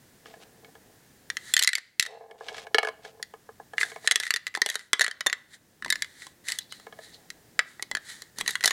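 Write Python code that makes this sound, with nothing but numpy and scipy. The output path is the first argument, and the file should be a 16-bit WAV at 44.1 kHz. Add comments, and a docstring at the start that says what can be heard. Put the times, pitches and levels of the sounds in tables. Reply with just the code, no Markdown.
"""Faint finger knocks on the microphone's housing come first; then clay charms drop, slide and rattle
in a plastic compartment box, close by in a small room. Each contact rings the thin walls and the charm.
Fingers creak and rub on the housing, and the box bumps the table, over hiss and a thin electronic whine.
The recorder's gain control ducks at hard drops and slowly recovers."""
import sys
import numpy as np
from scipy import signal
from scipy.fft import rfft, irfft
from scipy.io import wavfile
from scipy.ndimage import uniform_filter1d, minimum_filter1d

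SR = 44100
rng = np.random.default_rng(int(sys.argv[2]) if len(sys.argv) > 2 else 0)


def pcm_store(signal):
    """Save signal as 16-bit PCM."""
    levels = np.round(np.clip(np.atleast_2d(signal), -1, 1) * 32767)
    wavfile.write(sys.argv[1], SR, levels.astype(np.int16).T)


N = 384537
TIME = np.arange(N) / SR
HIT_TIME = TIME[:SR // 15]

# Charms strike the box. Each row: start in seconds, ring in dB, hardness in dB, thud in dB re the ring.
CHARM_CONTACTS = [(1.301,-28.5,-1,-24),(1.3688,-29.5,0,-28),(1.5381,-22,15.5,-18.5),(1.5659,-4.5,3,-42.5),(1.577,-14.5,2,-28),(1.5917,-18,14,-19),
                  (1.595,-19,12,-19),(1.6243,-15.5,12,-31.5),(1.6355,-22,17.5,-29),(1.6459,-18,8,-20.5),(1.6743,-2,4.5,-34),(1.6899,-9,0.5,-33),(1.7317,-10.5,0.5,-30),
                  (1.7528,-12.5,7.5,-39),(1.9969,-9,10,-40.5),(2.0075,-20,5,-26),(2.0257,-17.5,7.5,-34.5),(3.2272,-32,5.5,-35),(3.781,-20,-12.5,-28),(3.8119,-21,-13,-29.5),
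                  (3.831,-19,-11.5,-23.5),(4.0742,-7.5,2.5,-22),(4.0871,-28,-5,-11),(4.1111,-7.5,5,-19.5),(4.1195,-15.5,6.5,-13),(4.1577,-12,7.5,-19),
                  (4.1998,-24,9,-9.5),(4.2343,-21.5,-0.5,-27.5),(4.2666,-21,-4,-35),(4.3059,-12,1.5,-21.5),(4.3388,-17.5,3.5,-19.5),(4.3611,-18.5,1,-25),
                  (4.4676,-21.5,-1.5,-25.5),(4.5503,-20.5,-3,-13.5),(4.573,-33.5,3,5.5),(4.6175,-3,-0.5,-17),(4.6612,-18.5,9,-2.5),(4.6888,-20,3,-14.5),
                  (4.6997,-21.5,10,-16.5),(4.755,-20.5,8,-5),(4.9316,-6.5,4.5,-12.5),(4.9945,-13,2,-16.5),(5.0095,-7,-1,-13),(5.0158,-8,1,-13.5),
                  (5.0442,-15,0,-22.5),(5.064,-17.5,-4,-26),(5.0799,-22,0,-10),(5.112,-24,-2,-23.5),(5.2073,-21.5,1,-14.5),(5.2628,-22,3.5,0.5),
                  (5.267,-13,5.5,-16),(5.2985,-23,-3,-21.5),(5.328,-16,-2,-21.5),(5.8233,-31,-11,-15.5),(5.8467,-29,-3,-24),(5.8607,-35,-2,1.5),
                  (5.9026,-21,7,-33),(5.9246,-19.5,1.5,-20),(5.956,-29,-1.5,-19.5),(6.0216,-24.5,4,-27),(6.045,-37.5,-3,-25),(6.2202,-43,-1,-14),(6.2675,-52,12.5,6),(6.4848,-36,11,-41),
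                  (6.52,-32.5,10,-32),(6.587,-37.5,14.5,-22),(6.723,-43,7,-10),(6.7982,-56.5,6,3.5),(7.3027,-40.5,5.5,-34),(7.5916,-13.5,-5.5,-16),(7.7953,-37,-16,-7.5),
                  (7.8245,-36,12,-6),(7.9135,-28,0,-7.5),(7.9503,-24.5,-0.5,-10.5),(7.9697,-29,-5,-12.5),(8.2202,-46.5,11,-6),(8.3855,-50.5,22,9.5),
                  (8.4105,-30.5,5.5,-7.5),(8.4778,-26,7,-17),(8.491,-32.5,-2,-11),(8.5078,-48,20.5,-6),(8.554,-24.5,-2.5,-23),(8.6385,-23,2.5,-14),
                  (8.6437,-23.5,4,-11.5),(8.6576,-31.5,20.5,0),(8.6765,-22.5,6,-10.5),(8.708,-26.5,3.5,-8.5)]
# Loose charms settle. Each row: start in seconds, end in seconds, ring level in dB.
CHARM_RATTLES = [(1.596,1.62,-21.5),(1.761,1.795,-23),(1.997,2.065,-26.5),(4.171,4.29,-30),(4.365,4.38,-27.5),(4.47,4.495,-30.5),(4.532,4.57,-30.5),
                 (4.709,4.825,-31.5),(5.016,5.04,-22),(5.868,5.895,-38.5),(8.456,8.475,-36.5),(8.6,8.63,-37.5)]
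# Fingers knock on the microphone's housing. Each row: start in seconds, thud in dB, hardness in dB.
FINGER_KNOCKS = [(0.2568,-50.5,5.5),(.3384,-47.5,-0.5),(.646,-54,6.5),(.752,-51,1),(2.3105,-41,3.5),(2.4079,-29,-15),(2.4843,-38,12.5),(2.544,-41.5,8.5),
                 (2.4922,-35.5,4),(2.5809,-39.5,7.5),(2.668,-35.5,0.5),(2.745,-14.5,6.5),(2.783,-15.5,7),(2.83,-21,0.5),(2.8484,-23.5,0.5),(2.8715,-24.5,0),(2.8852,-27,1.5),
                 (3.0486,-40.5,4),(3.1966,-42,-15),(3.3373,-38,-7),(3.4896,-38.5,-14.5),(3.5992,-38.5,-17.5),(3.7342,-37.5,-2),(3.9173,-44.5,4.5),
                 (3.9602,-36.5,-2),(4.0434,-41.5,-5),(6.867,-40.5,-2.5),(6.9246,-45.5,2.5),(6.988,-41,-3)]
# A hit's five bands: thud, ring, ping, snap, sparkle. Each row: low edge in Hz, high edge in Hz.
HIT_BANDS = [(200,1300),(1330,2800),(2650,5600),(5600,9500),(9500,15500)]
# How hits brighten. Each row: relative level in dB, dB added per dB of hardness.
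CHARM_TREBLE = [(-5.5,0.8673),(-9.5,1.0),(-19,1.31)]  # ping, snap and sparkle, against the ring
KNOCK_TREBLE = [(-4.5,1.0),(-14.5,1.74),(-21,.7),(-31,1)]  # ring, ping, snap and sparkle, against the thud

# Resonances of box and housing. Each row: frequency in Hz, level in dB, 60 dB decay time in seconds.
BOX_MODES = [(240,-26,0.03),(424.3,-11.5,0.025),(763,-8.5,.016),(1044,-8.5,.016),(1779,-8.5,0.063),(2003,7.5,0.023),(3000,-12.5,0.037),(3476,-2.5,0.03),
             (3853,-4,0.037),(4380,-4.5,0.0074),(6620,-7,0.023),(7430,0,0.017),(8944,-7.5,0.013),(11550,-12.5,0.0077)]
HOUSING_MODES = [(441,-6,0.061),(529,-7.5,0.021),(658,-7.5,0.049),(792,-1.5,0.016),(1034,-12,0.042),(1217,-14.5,0.043),(1414,-17,.03),
                 (1667,-1.5,.035),(1752,-2,0.028),(2220,-5.5,0.048),(2940,-6,0.017),(3290,-5,0.016),(4030,-18.5,0.066)]

# Strokes. Each row: start, strongest moment and end in seconds, then level in dB.
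CHARM_SLIDES = [(1.3,1.49,1.83,-43.5),(3.77,3.81,3.91,-29.5),(3.83,3.9,4.1,-46.5),(4.01,4.064,4.14,-39),(4.1,4.125,4.08,-15),(4.14,4.25,4.35,-32.5),
                (4.62,4.7,4.89,-30),(5.48,5.545,5.58,-40),(5.82,5.94,6.34,-48.5),(6.1,6.23,6.33,-43.5),(6.44,6.495,6.61,-30.5),(6.69,6.74,6.98,-52.5),
                (6.93,7.04,7.307,-50),(7.64,7.68,7.9,-50.5),(8.0,8.1,8.3,-38.5),(8.36,8.41,8.43,-32),(8.43,8.495,8.6,-33),(8.61,8.66,8.8,-30)]  # clay dragged over plastic
DIVIDER_BRUSHES = [(6.58,6.612,6.7,-45.5),(6.68,6.712,6.93,-46.5),(6.95,7.04,7.17,-51),(7.1,7.145,7.2,-46.5),(7.19,7.298,6.99,-38)]  # a fingertip along a divider
GRIP_CREAKS = [(.25,.28,0.6,-52),(.6,.66,0.98,-58.5),(2.07,2.1,2.36,-30.5),(2.28,2.5,2.74,-39),(2.85,3.06,3.274,-48.5),(3.76,3.86,3.95,-46.5),(6.76,6.9,7.7,-62.5)]  # fingers gripping the housing
FINGER_RUBS = [(.25,.265,0.37,-53.5),(.4,.435,0.44,-50),(2.38,2.495,2.53,-41.5),(2.52,2.58,2.65,-36),(3.02,3.055,3.115,-45)]  # dry fingertips on the housing
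TABLE_BUMPS = [(4.92,5.01,4.7,-42),(5.8,5.87,6,-47),(7.89,7.95,7.96,-51),(8.36,8.41,8.5,-50),(8.6,8.68,8.6,-46)]  # the box pressed on the table

# Tone colours. Each row: frequency in Hz, level in dB.
CRACK_SPECTRUM = [(150,-15.5),(500,-1.5),(1250,0.5),(1900,4.5),(2800,-3),(4200,4),(7500,-5.5),(10500,-4.5),(15000,-18),(16500,-29.5)]
SCRAPE_SPECTRUM = [(300,-24.5),(1100,-15.5),(1500,-6.5),(1900,6),(2600,-17),(3200,-7.5),(3900,-1.5),(5200,-10.5),(7400,-7),(10000,-11),(16000,-33.5)]
RUB_SPECTRUM = [(400,-7),(2000,-0.5),(3300,1),(8000,-9),(16000,-33)]
TABLE_SPECTRUM = [(50,-7),(110,-10.5),(210,0),(450,-9.5),(900,-26.5),(3000,-62.5)]
ROOM_SPECTRUM = [(200,0),(1000,5),(1900,1),(4000,-0.5),(8000,-8.5),(15000,-10)]
HISS_SPECTRUM = [(25,-22.5),(60,-13),(120,-6.5),(330,-10.5),(800,-18.5),(1250,-23.5),(1750,-17),(2400,-25),(7000,-24.5),(15000,-29)]

def charms(contacts, t60, wall_hz=1904, ping_hz=4100, rebound_db=-12.5):
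    """Wall, charm and box ring; the contact chatters within milliseconds. Harder is brighter."""
    out = np.zeros(N)
    for start, db, hardness, thud_db in contacts:
        tones = ringing([(wall_hz, 6, t60 * 1.33), (ping_hz, 0, t60)], spread_db=0, detune=.055)
        box = from_db(-8) * ringing(BOX_MODES, spread_db=7, detune=.028)
        hit = tones + box + from_db(3.5) * crack(t60, impulse_db=6)
        rebounds = 0
        for late in rng.random(2):  # later rebounds are weaker
            gain = from_db(rebound_db) * (1 - late / 2) * rng.choice([-1, 1])
            rebounds += gain * np.roll(hit, int(late * .4 * t60 * SR))
        treble_db = [db + offset + slope * hardness for offset, slope in CHARM_TREBLE]
        add_hit(out, start, hit + rebounds, [db + thud_db, db] + treble_db)
    return out

def rattles(gap_s=.016, spread_db=3, thud_db=-17.5):
    """Loose charms settle in weak contacts at uneven intervals."""
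    contacts = []
    for start, end, db in CHARM_RATTLES:
        for k, (late, strong, hard) in enumerate(rng.standard_normal((12, 3))):
            when = start + gap_s * (k + .5 + .27 * late)
            if when < end:
                contacts.append((when, db + spread_db * strong, spread_db * hard, thud_db))
    return charms(contacts, t60=.02)

def sliding(full_grit_db=-35.5):
    """Clay sticks and slips over plastic, grittier when pushed hard."""
    push = strokes(CHARM_SLIDES, edge_db=-25)
    hard = np.clip(push / from_db(full_grit_db), 0, 1)
    fine = rms_one(colour(slips(per_s=7000, spread_db=2.7), SCRAPE_SPECTRUM))
    grit = rms_one(colour(slips(per_s=570, spread_db=1.2), SCRAPE_SPECTRUM))
    return push * (fine * (1 - hard / 2) + grit * hard)

def brushing(divider_hz=4050):
    """Skin brushes a divider, which sings in a narrow band."""
    divider = bandpass(slips(per_s=2200, spread_db=0), divider_hz - 210, divider_hz + 210, order=1)
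    return strokes(DIVIDER_BRUSHES, edge_db=-33) * rms_one(divider)

def fingers():
    """Handling noise: knocks, creaks and rubs on the microphone's housing, too small for bass."""
    knocks = np.zeros(N)
    for start, db, hardness in FINGER_KNOCKS:
        hit = ringing(HOUSING_MODES, spread_db=4, detune=.0025) + crack(t60=.028, impulse_db=-2.5)
        treble_db = [db + offset + slope * hardness for offset, slope in KNOCK_TREBLE]
        add_hit(knocks, start, hit, [db] + treble_db)
    knocks = signal.sosfilt(signal.butter(2, 360, "high", fs=SR, output="sos"), knocks)
    soft_slips = bandpass(slips(per_s=230, spread_db=3.9), 410, 900, order=2)
    housing = ringing(HOUSING_MODES, spread_db=0, detune=0)
    creak = rms_one(signal.fftconvolve(soft_slips, housing)[:N])
    rub = rms_one(colour(slips(per_s=1500, spread_db=2.5), RUB_SPECTRUM))
    return knocks + creak * strokes(GRIP_CREAKS, edge_db=-14) + rub * strokes(FINGER_RUBS, edge_db=-13.5)

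def table_bumps():
    """The table rumbles briefly as the box is pressed on it."""
    return strokes(TABLE_BUMPS, edge_db=-15) * noise(TABLE_SPECTRUM)

def room(x, tail_db=-21, tail_t60=.43, early_db=-14, early_t60=.092):
    """Early reflections and a diffuse tail reach the microphone from 4 ms after the direct sound."""
    t = TIME[:SR // 2]
    response = np.zeros(len(t))
    for db, t60 in (tail_db, tail_t60), (early_db, early_t60):
        echoes = rng.standard_normal(len(t)) * fade(t60, t)
        response += from_db(db) * echoes / np.linalg.norm(echoes)
    return signal.fftconvolve(x, colour(response * (t > .004), ROOM_SPECTRUM))[:N]

def noise_floor(hiss_db=-58, whine_db=-74.5, whine_hz=14994):
    """Steady hiss and a thin electronic whine."""
    whine = from_db(whine_db) * np.sin(2 * np.pi * whine_hz * TIME)
    return from_db(hiss_db) * noise(HISS_SPECTRUM) + whine

def ringing(modes, spread_db, detune):
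    """Decaying sines; strength and pitch depend on the spot touched."""
    out = 0
    for k, (hz, db, t60) in enumerate(modes):
        gain = (-1) ** k * from_db(db + spread_db * rng.normal())
        pitch_hz = hz * (1 + detune * rng.normal())
        out += gain * fade(t60) * np.sin(2 * np.pi * pitch_hz * HIT_TIME)
    return out

def crack(t60, impulse_db):
    """A sharp impulse, with dying noise for a crowd of short modes."""
    crowd = rng.standard_normal(len(HIT_TIME)) * fade(t60)
    return colour(crowd + from_db(impulse_db) * (HIT_TIME == 0), CRACK_SPECTRUM)

def add_hit(out, start, hit, levels_db):
    """Place a hit; each band gets its level over the first 10 ms."""
    parts = [bandpass(hit, low, high, order=4) for low, high in HIT_BANDS]
    sound = sum(from_db(db) * part / np.std(part[:SR // 100]) for db, part in zip(levels_db, parts))
    at = int(start * SR)
    out[at:at + len(sound)] += sound[:N - at]

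def slips(per_s, spread_db):
    """Stick-slip: random impulses of uneven size."""
    slipping = rng.random(N) < per_s / SR
    size = from_db(spread_db * np.minimum(rng.exponential(1, N), 4))
    return slipping * size * rng.choice([-1, 1], N)

def strokes(rows, edge_db):
    """Each stroke swells and dies away; it is silent unless its end follows its start."""
    return sum(from_db(db + np.interp(TIME, [start, peak, end], [edge_db, 0, edge_db]))
               * (TIME > start) * (TIME < end) for start, peak, end, db in rows)

def noise(spectrum):
    """Coloured noise of rms 1."""
    return rms_one(colour(rng.standard_normal(N), spectrum, size=8192))

def colour(x, spectrum, size=1024):
    """Causal filter with the given spectrum."""
    hz, db = np.transpose(spectrum)
    bins_hz = np.fft.rfftfreq(size, 1 / SR) + 1
    gain = from_db(np.interp(np.log(bins_hz), np.log(hz), db))
    cepstrum = irfft(np.log(gain))
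    cepstrum[1:size // 2] *= 2  # fold to minimum phase
    cepstrum[size // 2 + 1:] = 0
    return signal.fftconvolve(x, irfft(np.exp(rfft(cepstrum))))[:len(x)]

def bandpass(x, low_hz, high_hz, order):
    """Keep one frequency band."""
    return signal.sosfilt(signal.butter(order, [low_hz, high_hz], "band", fs=SR, output="sos"), x)

def fade(t60, t=HIT_TIME):
    """Decay by 60 dB in t60 seconds."""
    return from_db(-60 * t / max(t60, .001))

def from_db(db):
    """Decibels to gain."""
    return 10 ** (np.asarray(db) / 20)

def rms_one(x):
    """Scale to rms 1."""
    return x / np.sqrt(np.mean(x ** 2) + 1e-20)

def scene():
    """Box, fingers and table close to one microphone, with the small room behind them."""
    close = charms(CHARM_CONTACTS, t60=.013) + sliding() + brushing() + fingers() + table_bumps()
    background = noise_floor()
    close += rattles()
    return (close + room(close) + background)[None]

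def record(dry, limit_db=-13.5, detector_s=.0056, recovery_s=.74, cutoff_hz=16200):
    """The gain drops by the excess over the limit and creeps back; peaks are rounded, the top is cut."""
    window = int(detector_s * SR)
    level_db = 10 * np.log10(np.abs(uniform_filter1d(dry ** 2, window)) + 1e-12)
    excess_db = np.maximum(level_db - limit_db, 0)
    release = np.exp(-TIME / recovery_s)
    cut_db = release * np.maximum.accumulate(excess_db / release, axis=-1)
    held_db = minimum_filter1d(-cut_db, window)
    gain = from_db(uniform_filter1d(held_db, window))
    lowpass = signal.ellip(10, .1, 80, cutoff_hz, fs=SR, output="sos")
    return signal.sosfilt(lowpass, np.tanh(dry * gain))


dry = scene()
out = record(dry)
pcm_store(out)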